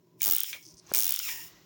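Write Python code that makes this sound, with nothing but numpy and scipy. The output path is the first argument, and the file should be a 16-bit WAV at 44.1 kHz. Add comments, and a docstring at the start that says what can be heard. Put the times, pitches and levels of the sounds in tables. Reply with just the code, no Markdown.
"""A small room with a low hum: a revolver's cylinder is spun twice by hand, close to a phone.
The pawl snaps over the ratchet, quickly and then ever more slowly; a duller tock follows each snap.
A grainy hiss of friction and room tail swells after each run of snaps; the cylinder settles with a clink.
The second spin ends in a falling squeak. Between the spins come faint, high brushing sounds,
a swish of the arm and a slap of the hand on the cylinder."""
import sys
import numpy as np
from scipy import signal
from scipy.fft import rfft, irfft
from scipy.io import wavfile

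SR = 44100
rng = np.random.default_rng(int(sys.argv[2]) if len(sys.argv) > 2 else 0)


def file_out(sig):
    """Save sig as 16-bit WAV at sys.argv[1]."""
    # one column per channel
    cols = np.atleast_2d(sig).T
    # limit, then scale
    lim = np.clip(cols, -1, 1)
    pcm = np.round(lim * 32767).astype(np.int16)
    wavfile.write(sys.argv[1], SR, pcm)


N = 72765

# pawl snaps: start_s, crack_db, ring_db, knock_db
PAWL_SNAPS = [(0.2183, -25.0, -21.0, -49.0), (0.2306, -27.0, -20.0, -54.0), (0.2403, -25.0, -25.0, -56.0),
              (0.2492, -27.0, -25.0, -49.0), (0.2589, -28.0, -21.0, -41.0), (0.2686, -29.0, -22.0, -43.0),
              (0.2783, -28.0, -21.0, -38.0), (0.2886, -28.0, -22.0, -38.0), (0.299, -27.0, -22.0, -40.0),
              (0.3102, -27.0, -17.0, -49.0), (0.322, -27.0, -18.0, -44.0), (0.3349, -28.0, -18.0, -39.0),
              (0.349, -29.0, -20.0, -46.0), (0.3649, -31.0, -20.0, -52.0), (0.383, -31.0, -24.0, -62.0),
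              (0.4043, -30.0, -21.0, -66.0), (0.4337, -31.0, -24.0, -62.0), (0.9374, -24.0, -23.0, -48.0),
              (0.9476, -23.0, -20.0, -41.0), (0.9556, -26.0, -23.0, -45.0), (0.9631, -25.0, -23.0, -44.0),
              (0.9719, -28.0, -21.0, -49.0), (0.98, -26.0, -22.0, -45.0), (0.9882, -26.0, -19.0, -42.0),
              (0.9963, -27.0, -22.0, -46.0), (1.0049, -27.0, -22.0, -58.0), (1.0137, -28.0, -26.0, -54.0),
              (1.0231, -27.0, -26.0, -52.0), (1.0328, -27.0, -24.0, -52.0), (1.0432, -28.0, -24.0, -48.0),
              (1.0543, -29.0, -22.0, -53.0), (1.0662, -29.0, -23.0, -46.0), (1.0788, -29.0, -24.0, -58.0),
              (1.0921, -29.0, -22.0, -61.0), (1.1064, -28.0, -22.0, -51.0), (1.122, -29.0, -22.0, -61.0),
              (1.1398, -31.0, -23.0, -59.0), (1.1612, -30.0, -29.0, -59.0), (1.1907, -28.0, -28.0, -68.0)]
# crack spectrum: freq_hz, gain_db
CRACK_SPECTRUM = [(1000, -29), (2300, -11), (3600, -2), (4400, -0.5), (5300, 5.5), (6600, 8), (7700, -1),
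                  (9300, 7), (11000, 0.5), (12000, 1.5), (12800, 0), (15000, -0.5), (18000, -21)]
# pawl modes: freq_hz, level_db, t60_s
PAWL_MODES = [(15500, -4, 0.005), (15520, 12, 0.011), (15500, 2, 0.0074), (16100, 5, 0.0067),
              (17400, -8, 0.0048)]
# tock modes: freq_hz, level_db, t60_s
TOCK_MODES = [(1533, -7.5, 0.014), (2326, -9.5, 0.017), (3130, 1, 0.0093), (3450, 3.5, 0.0093),
              (5560, -8, 0.013)]
# frame knock high-pass, thinner on the second spin: time_s, cutoff_hz
KNOCK_LOW_CUT = [(.25, 59), (.94, 212)]
# grainy hiss envelope: time_s, level_db
GRAINY_HISS_ENVELOPE = [(.175, -79.5), (.21, -49.5), (.23, -37), (.3, -39.5), (.44, -41), (.5, -37),
                        (.54, -48), (.6, -56.5), (.75, -68.5), (.85, -92), (.93, -66), (.95, -37.5),
                        (1.2, -38.5), (1.26, -34), (1.31, -34), (1.37, -41.5), (1.42, -43), (1.48, -50),
                        (1.53, -69.5), (1.65, -72)]
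# grainy hiss spectrum: freq_hz, gain_db
GRAINY_HISS_SPECTRUM = [(400, -34), (900, -20.5), (1400, -18.5), (1800, -10), (2400, -2), (3300, -4.5),
                        (4400, -10), (5400, 5), (6200, -3.5), (7000, 2), (8200, -9.5), (9500, -3.5),
                        (10600, -6), (11600, -3.5), (13000, -9.5), (14300, -1), (15100, 6), (16200, 7.5),
                        (17200, -7.5), (18000, -13)]
# squeak of the stopping cylinder: time_s, pitch_hz, level_db
SQUEAK_TRACK = [(1.17, 1450, -110), (1.21, 1428, -57), (1.245, 1370, -45.5), (1.28, 1210, -43),
                (1.295, 950, -42.5), (1.35, 930, -52), (1.4, 925, -51.5), (1.46, 952, -60),
                (1.53, 1000, -68.5), (1.65, 945, -72.5)]
# squeak harmonics: multiple, level_db
SQUEAK_HARMONICS = [(1, -3), (2, 7.5), (3, 4), (4, -32)]
# clinks as each spin starts and ends: start_s, level_db
CYLINDER_CLINKS = [(0.209, -41), (0.5302, -32), (0.9411, -31.5), (1.2895, -34)]
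# cylinder modes: freq_hz, level_db, t60_s
CYLINDER_MODES = [(1840, -9.5, 0.0067), (2220, -19, 0.26), (2330, -18, 0.1), (2370, 3.5, 0.025),
                  (2700, 1.5, 0.0084), (3220, 1.5, 0.0083), (3590, -7, 0.016), (4048, -17, .03),
                  (6020, -8, 0.022)]
# high brushing sounds: start_s, length_s, level_db, resonance_hz, width_hz
BRUSH_EVENTS = [(.2045, .002, -46, 7000, 5000), (.628, .02, -56, 5700, 1200),
                (.6528, .013, -50, 5700, 1400), (.675, .014, -53, 5600, 1100), (.69, .036, -58, 5600, 1500),
                (.7405, .006, -56, 5600, 1800), (.7695, .033, -55, 5700, 2000),
                (.8675, .006, -57, 6400, 500), (.894, .02, -57, 5500, 1200), (.9235, .002, -45, 9000, 6000)]
# brushing spectrum: freq_hz, gain_db
BRUSH_SPECTRUM = [(1500, -32), (3500, -19), (5000, 1), (6200, 3.5), (7200, -5.5), (9500, 5.5), (12000, -10),
                  (16000, -35)]
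# soft hand blows: start_s, level_db, pitch_hz, t60_s
HAND_THUMPS = [(.548, -54.5, 564, 0.052), (.735, -58, 71, 0.031), (0.89, -58, 1100, 0.13),
               (0.901, -57, 79, .08), (.9158, -36.5, 373, 0.02), (.9172, -34, 520, 0.015),
               (.9165, -39, 1400, 0.0053), (1.109, -60.5, 70, 0.04), (1.21, -64.5, 65, 0.16),
               (1.332, -60, 75, 0.045)]
# arm swish envelope: time_s, level_db
SWISH_ENVELOPE = [(0, -79), (.5, -79), (.56, -52), (.6, -73.5), (.8, -71), (.86, -62.5), (.91, -50),
                  (1.1, -69.5), (1.3, -57.5), (1.45, -59.5), (1.53, -58), (1.65, -64.5)]
# swish spectrum: freq_hz, gain_db
SWISH_SPECTRUM = [(100, 3.5), (250, -3), (600, -1), (1100, -0.5), (1700, -3.5), (3000, -4), (4200, -2.5),
                  (6000, -2), (7200, -6.5), (9000, -28), (16000, -9)]
# room tail spectrum: freq_hz, gain_db
ROOM_SPECTRUM = [(150, -5), (700, -8.5), (1500, -4), (2400, -0.5), (3500, 6.5), (6000, -4.5), (9000, 0),
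                 (13000, -10), (16000, -31)]
# room hum bands: centre_hz, width_hz, level_db
HUM_BANDS = [(119.4, 15, -6), (164.6, 23, -2.5), (325, 113, -1.5), (373.4, 47, -5.5), (228, 86, -14.5),
             (620, 79, -14.5), (983, 170, -14)]
# hum envelope: time_s, level_db
HUM_ENVELOPE = [(0, -66.5), (.18, -59.5), (.25, -64), (.46, -89), (.51, -64), (.6, -66), (.7, -60),
                (.9, -63.5), (1, -65.5), (1.19, -90), (1.27, -61), (1.52, -64.5), (1.65, -64)]
# background hiss spectrum: freq_hz, gain_db
HISS_SPECTRUM = [(30, -14), (70, 23), (400, 7), (800, -7), (2000, 4.5), (5500, -38.5), (7000, -30.5),
                 (9000, -50), (13000, -62), (15500, -24), (18000, -54)]


def ratchet(chatter_s=0.0025, chatter_fall_s=0.006, release_s=0.00053, crack_fall_s=0.0094):
    """The pawl strikes and chatters: a crack, a very high ring, a frame knock, then a tock."""
    out, t = np.zeros(N), np.arange(1024) / SR
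    strike = 0.74 * np.exp(-t / 0.00029)
    attack = 1 - np.exp(-t / 0.00011)
    release = np.exp(-np.maximum(t - chatter_s, 0) / release_s)
    contact = (strike + np.exp(-t / chatter_fall_s)) * attack * release
    crack_noise = noise(CRACK_SPECTRUM)
    ring_noise = convolve(rng.standard_normal(N), ring(PAWL_MODES, size=512))
    gaps_s = np.diff([row[0] for row in PAWL_SNAPS], prepend=0)
    for (start_s, crack_db, ring_db, knock_db), gap_s in zip(PAWL_SNAPS, gaps_s):
        first = int(start_s * SR)
        span = slice(first, first + len(t))
        crack = high_pass(contact * np.exp(-t / crack_fall_s) * crack_noise[span], 1400)
        pawl_ring = high_pass(contact * ring_noise[span], 4000)
        add_hit(out, start_s, crack_db, crack)
        add_hit(out, start_s, ring_db + 0.5, pawl_ring)
        add_hit(out, start_s, knock_db + 1, frame_knock(start_s))
        add_tock(out, start_s, gap_s)
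    return out


def frame_knock(start_s, median_hz=520, t60_s=0.0014):
    """Heavily damped thud of the frame; pitch differs per snap."""
    t = np.arange(1024) / SR
    pitch_hz = median_hz * np.exp(0.45 * rng.standard_normal())
    thud = -np.cos(2 * np.pi * pitch_hz * t) * decay(t, t60_s)
    dulling = response([(40, -9), (120, -1), (900, -1), (2500, -2), (8000, -56)])
    cutoff_hz = np.interp(start_s, *np.array(KNOCK_LOW_CUT).T)
    return high_pass(convolve(thud, dulling), cutoff_hz)


def add_tock(out, snap_s, gap_s, delay_s=0.0105, jitter_s=0.00076, slow_gap_s=0.019):
    """Duller tock after a snap, weaker while the teeth follow closely."""
    hurry = np.clip(slow_gap_s / gap_s - 1, 0, 1)
    tock = high_pass(ring(TOCK_MODES, size=1024, scatter_db=3.0, detune=0.03), 1340)
    start_s = snap_s + delay_s + jitter_s * rng.standard_normal()
    add_hit(out, start_s, -36.5 - 7 * hurry, tock)


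def grainy_hiss(grain_db=0.76):
    """Grainy hiss of cylinder friction and room tail, swelling after the snaps."""
    grain = undb(grain_db * narrow_noise(0, half_width_hz=83))
    return undb(curve(GRAINY_HISS_ENVELOPE)) * unit_rms(grain * noise(GRAINY_HISS_SPECTRUM))


def squeak(half_width_hz=70):
    """The stopping cylinder squeaks: rough harmonics on a falling pitch."""
    pitch_hz = curve(SQUEAK_TRACK)
    tone = sum(undb(level_db) * narrow_noise(multiple * pitch_hz, half_width_hz * np.sqrt(multiple))
               for multiple, level_db in SQUEAK_HARMONICS)
    return undb(curve(SQUEAK_TRACK, column=2)) * unit_rms(tone)


def clinks(rattle_fall_s=0.025):
    """An impulse and a brief rattle ring the cylinder's modes."""
    out, t = np.zeros(N), np.arange(N) / SR
    for start_s, level_db in CYLINDER_CLINKS:
        blow = (t == 0) + 0.044 * rng.standard_normal(N) * np.exp(-t / rattle_fall_s)
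        clink = convolve(blow, ring(CYLINDER_MODES, size=12000, detune=0.0018))
        add_hit(out, start_s, level_db, high_pass(clink, 1870))
    return out


def brushing(tick_gap_s=0.0043, jitter_s=0.00037, scatter_db=2):
    """Short, faint, high brushing sounds with a fine ticking grain."""
    out = np.zeros(N)
    colour = response(BRUSH_SPECTRUM)
    for start_s, length_s, level_db, resonance_hz, width_hz in BRUSH_EVENTS:
        t60_s = np.log(1000) / (np.pi * width_hz)
        for tick_s in np.arange(start_s, start_s + length_s, tick_gap_s):
            late, loud = rng.standard_normal(2)
            tick = convolve(ring([(resonance_hz, 0, t60_s)], size=512, detune=0.083), colour)
            add_hit(out, tick_s + jitter_s * late, level_db + scatter_db * loud, tick)
    return out


def hand():
    """Swish of the arm; soft blows of the hand, one damped mode each."""
    out = undb(curve(SWISH_ENVELOPE)) * noise(SWISH_SPECTRUM)
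    for start_s, level_db, pitch_hz, t60_s in HAND_THUMPS:
        thump = ring([(pitch_hz, 0, t60_s)], size=6000)
        add_hit(out, start_s, level_db, high_pass(thump, pitch_hz / 3))
    return out


def room(x, gain_db=-9.5, t60_s=0.49, delay_s=0.002):
    """Short diffuse tail of the room."""
    t = np.arange(N) / SR
    tail = rng.standard_normal(N) * decay(t, t60_s) * (t > delay_s)
    coloured = convolve(x, response(ROOM_SPECTRUM))
    return undb(gain_db) * convolve(coloured, tail / np.linalg.norm(tail))


def background(hiss_db=-84):
    """Wavering low hum that dips during the spins, over faint hiss."""
    hum = sum(undb(level_db) * narrow_noise(centre_hz, width_hz / 2)
              for centre_hz, width_hz, level_db in HUM_BANDS)
    return undb(curve(HUM_ENVELOPE)) * unit_rms(hum) + undb(hiss_db) * noise(HISS_SPECTRUM)


def undb(db):
    """Decibels to gain."""
    return 10 ** (np.asarray(db) / 20)


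def unit_rms(x):
    """Scale to rms 1."""
    return x / np.sqrt(np.mean(x ** 2))


def decay(t, t60_s):
    """Exponential fall, 60 dB per t60_s."""
    return np.exp(-np.log(1000) * t / t60_s)


def curve(rows, column=1):
    """Table column, linearly interpolated in time."""
    rows = np.array(rows)
    return np.interp(np.arange(N) / SR, rows[:, 0], rows[:, column])


def response(spectrum, size=512):
    """Minimum-phase impulse response of a spectrum."""
    freq_hz, gain_db = np.array(spectrum).T
    bins_hz = np.maximum(np.fft.rfftfreq(size, 1 / SR), 1)
    gain = undb(np.interp(np.log(bins_hz), np.log(freq_hz), gain_db))
    cepstrum = irfft(np.log(gain))
    cepstrum[1:size // 2] *= 2
    cepstrum[size // 2 + 1:] = 0
    return irfft(np.exp(rfft(cepstrum)))


def convolve(x, impulse_response):
    """Filter, keeping the input length."""
    return signal.fftconvolve(x, impulse_response)[:len(x)]


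def high_pass(x, cutoff_hz):
    """Third-order low cut."""
    return signal.sosfilt(signal.butter(3, cutoff_hz, "high", fs=SR, output="sos"), x)


def noise(spectrum):
    """Coloured noise, rms 1."""
    return unit_rms(convolve(rng.standard_normal(N), response(spectrum, size=4096)))


def narrow_noise(centre_hz, half_width_hz):
    """Noise-driven resonance, rms 1; the centre may move."""
    bins_hz = np.fft.fftfreq(N, 1 / SR)
    white = rng.standard_normal(N) + 1j * rng.standard_normal(N)
    waver = np.fft.ifft(np.fft.fft(white) / (1 + (bins_hz / half_width_hz) ** 2))
    carrier = np.exp(2j * np.pi * np.cumsum(centre_hz * np.ones(N)) / SR)
    return unit_rms((waver * carrier).real)


def ring(modes, size, scatter_db=0, detune=0):
    """Decaying modes, with optional scatter in level and pitch."""
    out, t = np.zeros(size), np.arange(size) / SR
    for freq_hz, level_db, t60_s in modes:
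        loud, sharp = rng.standard_normal(2)
        tone = np.sin(2 * np.pi * freq_hz * (1 + detune * sharp) * t)
        out += undb(level_db + scatter_db * loud) * tone * decay(t, t60_s)
    return out


def add_hit(out, start_s, level_db, x):
    """Mix in a blow; level_db is the rms of its first 3 ms."""
    first = max(int(start_s * SR), 0)
    onset_rms = np.sqrt(np.mean(x[:140] ** 2))
    out[first:first + len(x)] += undb(level_db) / onset_rms * x[:max(N - first, 0)]


def scene():
    """Mono mix; only ratchet and brushing feed room()."""
    direct = grainy_hiss() + squeak() + clinks() + hand() + background()
    ticks = ratchet() + brushing()
    return (direct + ticks + room(ticks))[None]


def record(dry):
    """The phone cuts the lowest bass and the top."""
    low_cut_hz, top_hz = 47, 18000
    low_pass = signal.ellip(8, .2, 60, top_hz, fs=SR, output="sos")
    return signal.sosfilt(low_pass, high_pass(dry, low_cut_hz))


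dry = scene()
out = record(dry)
file_out(out)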